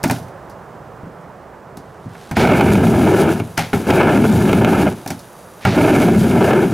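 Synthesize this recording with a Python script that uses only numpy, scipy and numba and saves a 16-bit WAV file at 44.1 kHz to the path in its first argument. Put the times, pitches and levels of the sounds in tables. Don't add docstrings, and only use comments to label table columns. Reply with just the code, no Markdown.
import sys
import numpy as np
from scipy import signal
from scipy.fft import rfft, irfft
from scipy.io import wavfile
from scipy.ndimage import uniform_filter1d
from numba import njit

SR = 44100
rng = np.random.default_rng(int(sys.argv[2]) if len(sys.argv) > 2 else 0)


def store_wav(level_fs):
    pcm = np.round(np.clip(np.atleast_2d(level_fs), -1, 1) * 32767)
    wavfile.write(sys.argv[1], SR, pcm.T.astype(np.int16))


N = 296793
T = np.arange(N) / SR
HIT_T = T[:SR // 2]

# first wheels land t/s, all four down t/s, goes light t/s, fade/(dB/s), deck shudder/dB
PASSES = [(2.375, 2.39, 3.292, 137, -19.5), (3.736, 3.898, 4.856, 170, -25), (5.67, 5.77, 6.585, 37, -20.5)]
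# t/s, half length/s, growl/dB, drumming f/Hz, side (1 left, -1 right)
CURVES = [(2.54, 0.12, -12.5, 266, -0.23), (3.189, 0.16, -15, 369, 1), (4.01, 0.16, -12.5, 356, 1),
          (4.78, .1, -13.5, 286, 0.31), (5.87, 0.2, -16, 287, -0.068), (6.52, 0.13, -13, 372, 1)]
# t/s, wood clack/dB, ramp thud/dB, metal tick/dB, struck panel f/Hz
HITS = [(0.038, -18, -14.5, -23.5, 278), (0.0424, -20.5, -11.5, -46, 246), (0.0979, -17, -22, -31, 130),
        (.11, -25, -15.5, -25, 272), (1.771, -43, -32.5, -42, 227), (2.312, -26, -18.5, -36.5, 154),
        (2.368, -11.5, -14.5, -32, 230), (3.577, -16.5, -19.5, -23, 200), (3.591, -21.5, -18.5, -29, 184),
        (3.731, -16, -19, -40, 340), (5.061, -25, -26, -38.5, 285), (5.076, -32, -27, -29, 350),
        (5.104, -23.5, -19, -28.5, 243), (5.651, -10.5, -10.5, -33, 114)]
# t/s, length/s, level/dB, fade/dB (negative swells)
SKIDS = [(2.365, .055, -26.5, -4.5), (2.431, 0.085, -25.5, 16), (3.581, 0.14, -21, 25),
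         (3.91, 0.016, -18.5, 22), (5.614, 0.035, -42.5, -9), (5.665, 0.092, -25.5, 4),
         (5.79, 0.06, -32, 16)]
# t/s, level/dB
JOINT_BUMPS = [(2.473, -12), (2.535, -13), (2.609, -9.5), (2.674, -27), (2.753, -18), (2.868, -19),
               (3.4, -21.5), (3.905, -6.5), (4.031, -18), (4.492, -16), (4.530, -7.5), (4.647, -8.5),
               (4.845, -36), (6.311, -18.5), (6.619, -24)]
WEIGHT_THUMPS = [(.21, -29.5), (1.033, -31.5), (1.057, -32), (2.052, -25), (3.40, -17), (4.334, -11),
                 (6.11, -16.5), (6.65, -17)]
LIGHT_TAPS = [(0.16, -35), (0.282, -43), (1.535, -46), (2.151, -36.5)]
TRUCK_TICKS = [(.031, -33), (0.077, -35.5), (.151, -47), (.185, -47), (.226, -50), (.281, -55),
               (.497, -49.5), (1.21, -62), (5.192, -42)]
TAIL_SWELL = [(1.79, -64), (2.05, -58), (2.22, -47.5), (2.37, -51)]
# t/s, level/dB, lean to the right (0 to 1)
RUSH_MOVES = [(0, 0, 0.65), (1.4, -3, 0.88), (2.1, -4, .6), (5.2, -5, 0.16)]

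# f/Hz, level/dB
RUSH_EQ = [(25, -37), (50, -8), (85, -8), (130, -2.5), (190, -3), (266, -11.5), (394, -5.5), (700, -7),
           (1100, -10.5), (1630, -17), (2300, -27.5), (3600, -37), (7000, -41), (16000, -47.5)]
BOOM_EQ = [(25, -48), (45, -26), (65, -15.5), (90, -2.5), (140, -2.5), (195, 1.5), (280, -8.5), (385, -2),
           (500, -23.5), (800, -24), (1200, -45), (3000, -64)]
GROWL_EQ = [(120, -17), (250, -4.5), (390, 6), (510, -0.5), (610, 3), (930, -1), (1110, -12.5),
            (1330, -4.5), (1750, -7.5), (1940, -29), (2110, -9.5), (2900, -17.5), (4200, -34.5),
            (12000, -43)]
BUMP_EQ = [(120, -6), (390, 9), (510, 4.5), (850, 4), (1110, -6), (1350, 2.5), (1750, -14), (1940, -20),
           (2200, -2), (3000, -11.5), (4500, -27), (12000, -33)]
CLACK_EQ = [(200, -13), (480, -6.5), (780, 6.5), (950, 0.5), (1150, -10.5), (1400, 0.5), (1900, -8),
            (2200, -4), (3200, -19), (5500, -33), (9000, -38), (16000, -40)]
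METAL_EQ = [(800, -18), (2500, -14), (4000, -1), (5800, 1.5), (7000, -2.5), (10500, -2.5), (13000, -5),
            (16000, -11)]
RATTLE_EQ = [(1200, 3), (2400, 4), (3300, 4.5), (5500, -0.5), (8000, -3.5), (10500, -4.5), (13000, -9.5),
             (16000, -20)]
SKID_EQ = [(900, 0), (2200, 5), (3000, 0), (4100, -1.5), (5500, -6.5), (7000, -12.5), (14000, -33)]
# f/Hz, left minus right/dB
RUSH_TILT = [(60, -1), (110, -0.5), (200, -2.5), (380, -4.0), (700, -3), (1290, -2.5), (2380, -1.5),
             (4400, -1), (8120, -6), (15000, 3)]
MIC_TILT = [(60, -1), (110, -2), (200, -0.14), (380, -0.36), (700, -2.6), (1290, -1.97), (2380, -1),
            (4400, -1), (8120, 0), (15000, -1.4)]

# f/Hz, level/dB, t60/s
PANEL_MODES = [(95, 0.5, 0.4), (121.5, 0, 0.33), (165, -1, 0.29), (197.5, -2.5, 0.2), (239.5, -3, 0.28),
               (272.8, -0.5, 0.21), (333, -4.5, 0.17), (400, -3, 0.11)]
# f/Hz, t60/s
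BOARD_DECAY = [(200, 0.39), (600, 0.29), (1500, 0.11), (4000, 0.19), (12000, 0.09)]
# f/Hz, width/Hz, level/dB
RACE_MODES = [(3720, 160, -4), (4720, 190, 0), (5880, 830, -3), (6720, 260, -3.5), (9650, 4400, -0.5)]
DECK_MODES = [(613, 65, 3), (820, 76, -2), (1354, 270, -2.5), (2190, 270, -1.5)]


def undb(db):
    return 10 ** (np.asarray(db) / 20)


def unit(x):
    return x / np.sqrt(np.mean(x ** 2))


def on_log(hz, points):
    f, value = np.transpose(points)
    return np.interp(np.log(np.maximum(hz, 1)), np.log(f), value)


def eq(x, curve, size=4096):
    gain = undb(on_log(np.arange(size // 2 + 1) * SR / size, curve))
    cepstrum = irfft(np.log(gain))
    cepstrum[1:size // 2] *= 2
    cepstrum[size // 2 + 1:] = 0
    return signal.fftconvolve(x, irfft(np.exp(rfft(cepstrum))))[:len(x)]


def tilt(pair, curve):
    return np.array([eq(x, [(hz, sign * db / 2) for hz, db in curve]) for x, sign in zip(pair, (1, -1))])


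@njit
def bandpass(x, hz, q):
    out, band_state, low_state = np.empty(len(x)), 0., 0.
    for i in range(len(x)):
        g = np.tan(np.pi * hz[i] / SR)
        band = (band_state + g * (x[i] - low_state)) / (1 + g * (g + 1 / q))
        band_state = 2 * band - band_state
        low_state += 2 * g * band
        out[i] = band / q
    return out


def resonate(x, modes):
    return unit(sum(undb(db) * bandpass(x, np.full(N, float(hz)), hz / width) for hz, width, db in modes))


def wobble(rate):
    hold = int(SR / rate)
    steps = np.repeat(rng.standard_normal(N // hold + 1), hold)
    return unit(uniform_filter1d(uniform_filter1d(steps, hold), hold)[:N])


def grains(rate, spread_db=0):
    clicks = (rng.random(N) < rate / SR) * rng.standard_normal(N)
    return clicks * undb(spread_db * np.minimum(rng.exponential(size=N), 4))


def fader(times, db, edge_s=0.011):
    gate = np.clip(np.minimum(T - times[0], times[-1] - T) / edge_s + 1, 0, 1)
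    return undb(np.interp(T, times, db)) * gate


def add(track, t, sound):
    start = int(t * SR)
    track[start:start + len(sound)] += sound[:N - start]


def dense_ring(decay):
    spectrum, out = rfft(rng.standard_normal(len(HIT_T))), 0
    octave = np.log2(np.maximum(np.arange(len(spectrum)) * SR / len(HIT_T), 1))
    for k in range(5, 16):
        band = irfft(spectrum * np.maximum(1 - abs(octave - k), 0), len(HIT_T))
        out = out + band * np.exp(-np.log(1000) * HIT_T / on_log(2 ** k, decay))
    return out


def distant_rush(bed_db=-35, width_db=-17):
    mid, side = (unit(eq(rng.standard_normal(N), RUSH_EQ)) for _ in range(2))
    times, *moves = np.transpose(RUSH_MOVES)
    level_db, lean = (np.interp(T, times, move) for move in moves)
    placed = mid + lean * (tilt([mid, mid], RUSH_TILT) - mid)
    width = undb(width_db) * np.array([side, -side])
    return undb(bed_db + level_db) * (placed + width)


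def tree_echo(x, wet_db=-24, predelay_s=0.035):
    tails = [dense_ring([(200, 0.073), (1500, 0.063), (10000, 0.71)]) for _ in range(2)]
    wet = np.array([signal.fftconvolve(x, tail / np.linalg.norm(tail))[:N] for tail in tails])
    return undb(wet_db) * np.pad(wet, ((0, 0), (int(predelay_s * SR), 0)))[:, :N]


def tail_scrape():
    return unit(eq(grains(rate=4500), RATTLE_EQ)) * fader(*np.transpose(TAIL_SWELL))


def skids():
    slips = unit(eq(grains(rate=5600), SKID_EQ))
    return slips * sum(fader([t, t + length], [db, db - fade_db]) for t, length, db, fade_db in SKIDS)


def wheel_load(two_wheels_db=-17, landing_db=-3.5, landing_s=0.037, settle_s=0.035):
    load = 0
    for land, down, light, db_per_s, _ in PASSES:
        on_two = undb(two_wheels_db) + undb(landing_db) * np.exp(-np.maximum(T - land, 0) / landing_s)
        settled = np.clip((T - down) / settle_s + 1, 0, 1)
        fade = undb(-db_per_s * np.maximum(T - light, 0))
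        load = load + (T > land) * (on_two + settled * (1 - on_two)) * fade
    return load


def bearings(load, loaded_db=-34, free_db=-49.5, jolt_db=-14.5, jolt_s=0.059, chatter_db=2.5):
    balls = rng.standard_normal(N) + undb(-3) * unit(grains(rate=1500, spread_db=2.5))
    races, hiss = resonate(balls, RACE_MODES), unit(eq(balls, RATTLE_EQ))
    jolts = sum(undb(metal_db + jolt_db) * (T > t) * np.exp(-abs(T - t) / jolt_s)
                for t, _, _, metal_db, _ in HITS)
    drive = np.hypot(undb(loaded_db) * load ** 0.62, jolts)
    chatter = undb(chatter_db * wobble(35)) * drive * unit(hiss + undb(-7) * races)
    spinning = T > PASSES[0][0]
    coasting = np.maximum(undb(free_db) * spinning - drive / 2, 0)
    return chatter + coasting * unit(hiss + undb(-1) * races)


def deck_shudder(load, flutter_db=3, attack_s=0.031, decay_s=0.23):
    rattle = resonate(grains(rate=700, spread_db=0.5), DECK_MODES)
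    rattle = resonate(rattle, [(hz, width, 0) for hz, width, _ in DECK_MODES])
    shake = 0
    for _, down, _, _, db in PASSES:
        age = np.maximum(T - down, 0)
        shake = shake + undb(db) * (1 - np.exp(-age / attack_s)) * np.exp(-age / decay_s)
    return undb(flutter_db * wobble(40)) * load * shake * rattle


def impact(tone, crack_s, ring_db):
    crack = rng.standard_normal(len(HIT_T)) * np.exp(-HIT_T / crack_s)
    hit = eq(crack + undb(ring_db) * dense_ring(BOARD_DECAY), tone)
    return hit / np.sqrt(np.mean(hit[:SR // 100] ** 2))


def ramp_thud(panel_hz, reach_octaves=0.8, attack_s=0.00045, detune=0.022):
    hz, db, t60 = np.transpose(PANEL_MODES)[:, :, None]
    scatter, phase = rng.standard_normal((2, len(PANEL_MODES), 1))
    gains = undb(db) / (1 + (np.log2(hz / panel_hz) / reach_octaves) ** 2)
    tones = np.sin(2 * np.pi * (hz * (1 + detune * scatter) * HIT_T + phase))
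    modes = gains * np.exp(-np.log(1000) * HIT_T / t60) * tones
    return modes.sum(0) * (1 - np.exp(-HIT_T / attack_s)) / np.sqrt(np.sum(gains ** 2) / 2)


def knocks():
    out = np.zeros(N)
    for t, wood_db, ramp_db, metal_db, panel_hz in HITS:
        add(out, t, undb(wood_db) * impact(CLACK_EQ, crack_s=0.0076, ring_db=-6.5))
        add(out, t, undb(ramp_db) * ramp_thud(panel_hz))
        add(out, t, undb(metal_db) * impact(METAL_EQ, crack_s=0.0036, ring_db=-10.5))
    for t, db in JOINT_BUMPS:
        add(out, t, undb(db) * impact(BUMP_EQ, crack_s=0.0043, ring_db=-16.5))
        add(out, t, undb(db - 7) * ramp_thud(panel_hz=220))
    for t, db in WEIGHT_THUMPS:
        add(out, t, undb(db) * ramp_thud(panel_hz=153))
    for t, db in LIGHT_TAPS:
        add(out, t, undb(db) * impact(CLACK_EQ, crack_s=0.0071, ring_db=-32))
    for t, db in TRUCK_TICKS:
        add(out, t, undb(db) * impact(METAL_EQ, crack_s=0.002, ring_db=-2))
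    return out


def rolling(load, boom_db=-11.5, drum_db=-15.5, growl_db=-20.5, flat_hz=220, drum_q=3.2):
    bend, growl_gain, drum_hz = 0, undb(growl_db), flat_hz
    for t, half_s, curve_db, curve_hz, _ in CURVES:
        depth = np.exp(-abs((T - t) / half_s) ** 2.83)
        bend = bend + depth
        growl_gain = growl_gain + depth * (undb(curve_db) - undb(growl_db))
        drum_hz = drum_hz + depth * (curve_hz - flat_hz)
    drum_hz = drum_hz * (1 - 0.15 * (1 - np.minimum(load, 1)))
    boom = undb(boom_db - 2.5 * bend) * unit(eq(rng.standard_normal(N), BOOM_EQ))
    sheet = bandpass(bandpass(rng.standard_normal(N), drum_hz, drum_q), drum_hz, drum_q)
    drum = undb(drum_db) * unit(sheet / np.sqrt(drum_hz))
    grit = rng.standard_normal(N) + undb(-3) * unit(grains(rate=900, spread_db=2.5))
    patchy_grit = grit * undb(2.5 * wobble(120))
    growl = growl_gain * unit(eq(patchy_grit, GROWL_EQ))
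    return load * (boom + drum) + load ** 0.95 * growl


def scene(centre_db=0.74, swing_db=1.24):
    load = wheel_load()
    board = rolling(load) + deck_shudder(load) + bearings(load) + knocks() + skids() + tail_scrape()
    times, *_, side = np.transpose(CURVES)
    pan_db = centre_db + swing_db * np.interp(T, times, side)
    return board * undb(np.array([pan_db, -pan_db]) / 2) + tree_echo(board) + distant_rush()


@njit
def follow(x, attack, release):
    out, level = np.empty(len(x)), 0.
    for i in range(len(x)):
        level += (x[i] - level) * (attack if x[i] > level else release)
        out[i] = level
    return out


def limit(x, threshold_db, attack_s, release_s):
    peak = follow(abs(x).max(0), 1 / (1 + attack_s * SR), 1 / (1 + release_s * SR))
    return x * np.minimum(undb(threshold_db) / (peak + 1e-9), 1)


def record(dry, ceiling=0.67, high_cut_hz=15700):
    levelled = limit(tilt(dry, MIC_TILT), threshold_db=-4.0, attack_s=0.026, release_s=3.3)
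    limited = limit(levelled, threshold_db=-4.5, attack_s=0.00056, release_s=0.028)
    rounded = limited / (1 + (limited / ceiling) ** 6) ** (1 / 6)
    return signal.sosfilt(signal.ellip(8, 0.2, 70, high_cut_hz, fs=SR, output="sos"), rounded)


dry = scene()
out = record(dry)
store_wav(out)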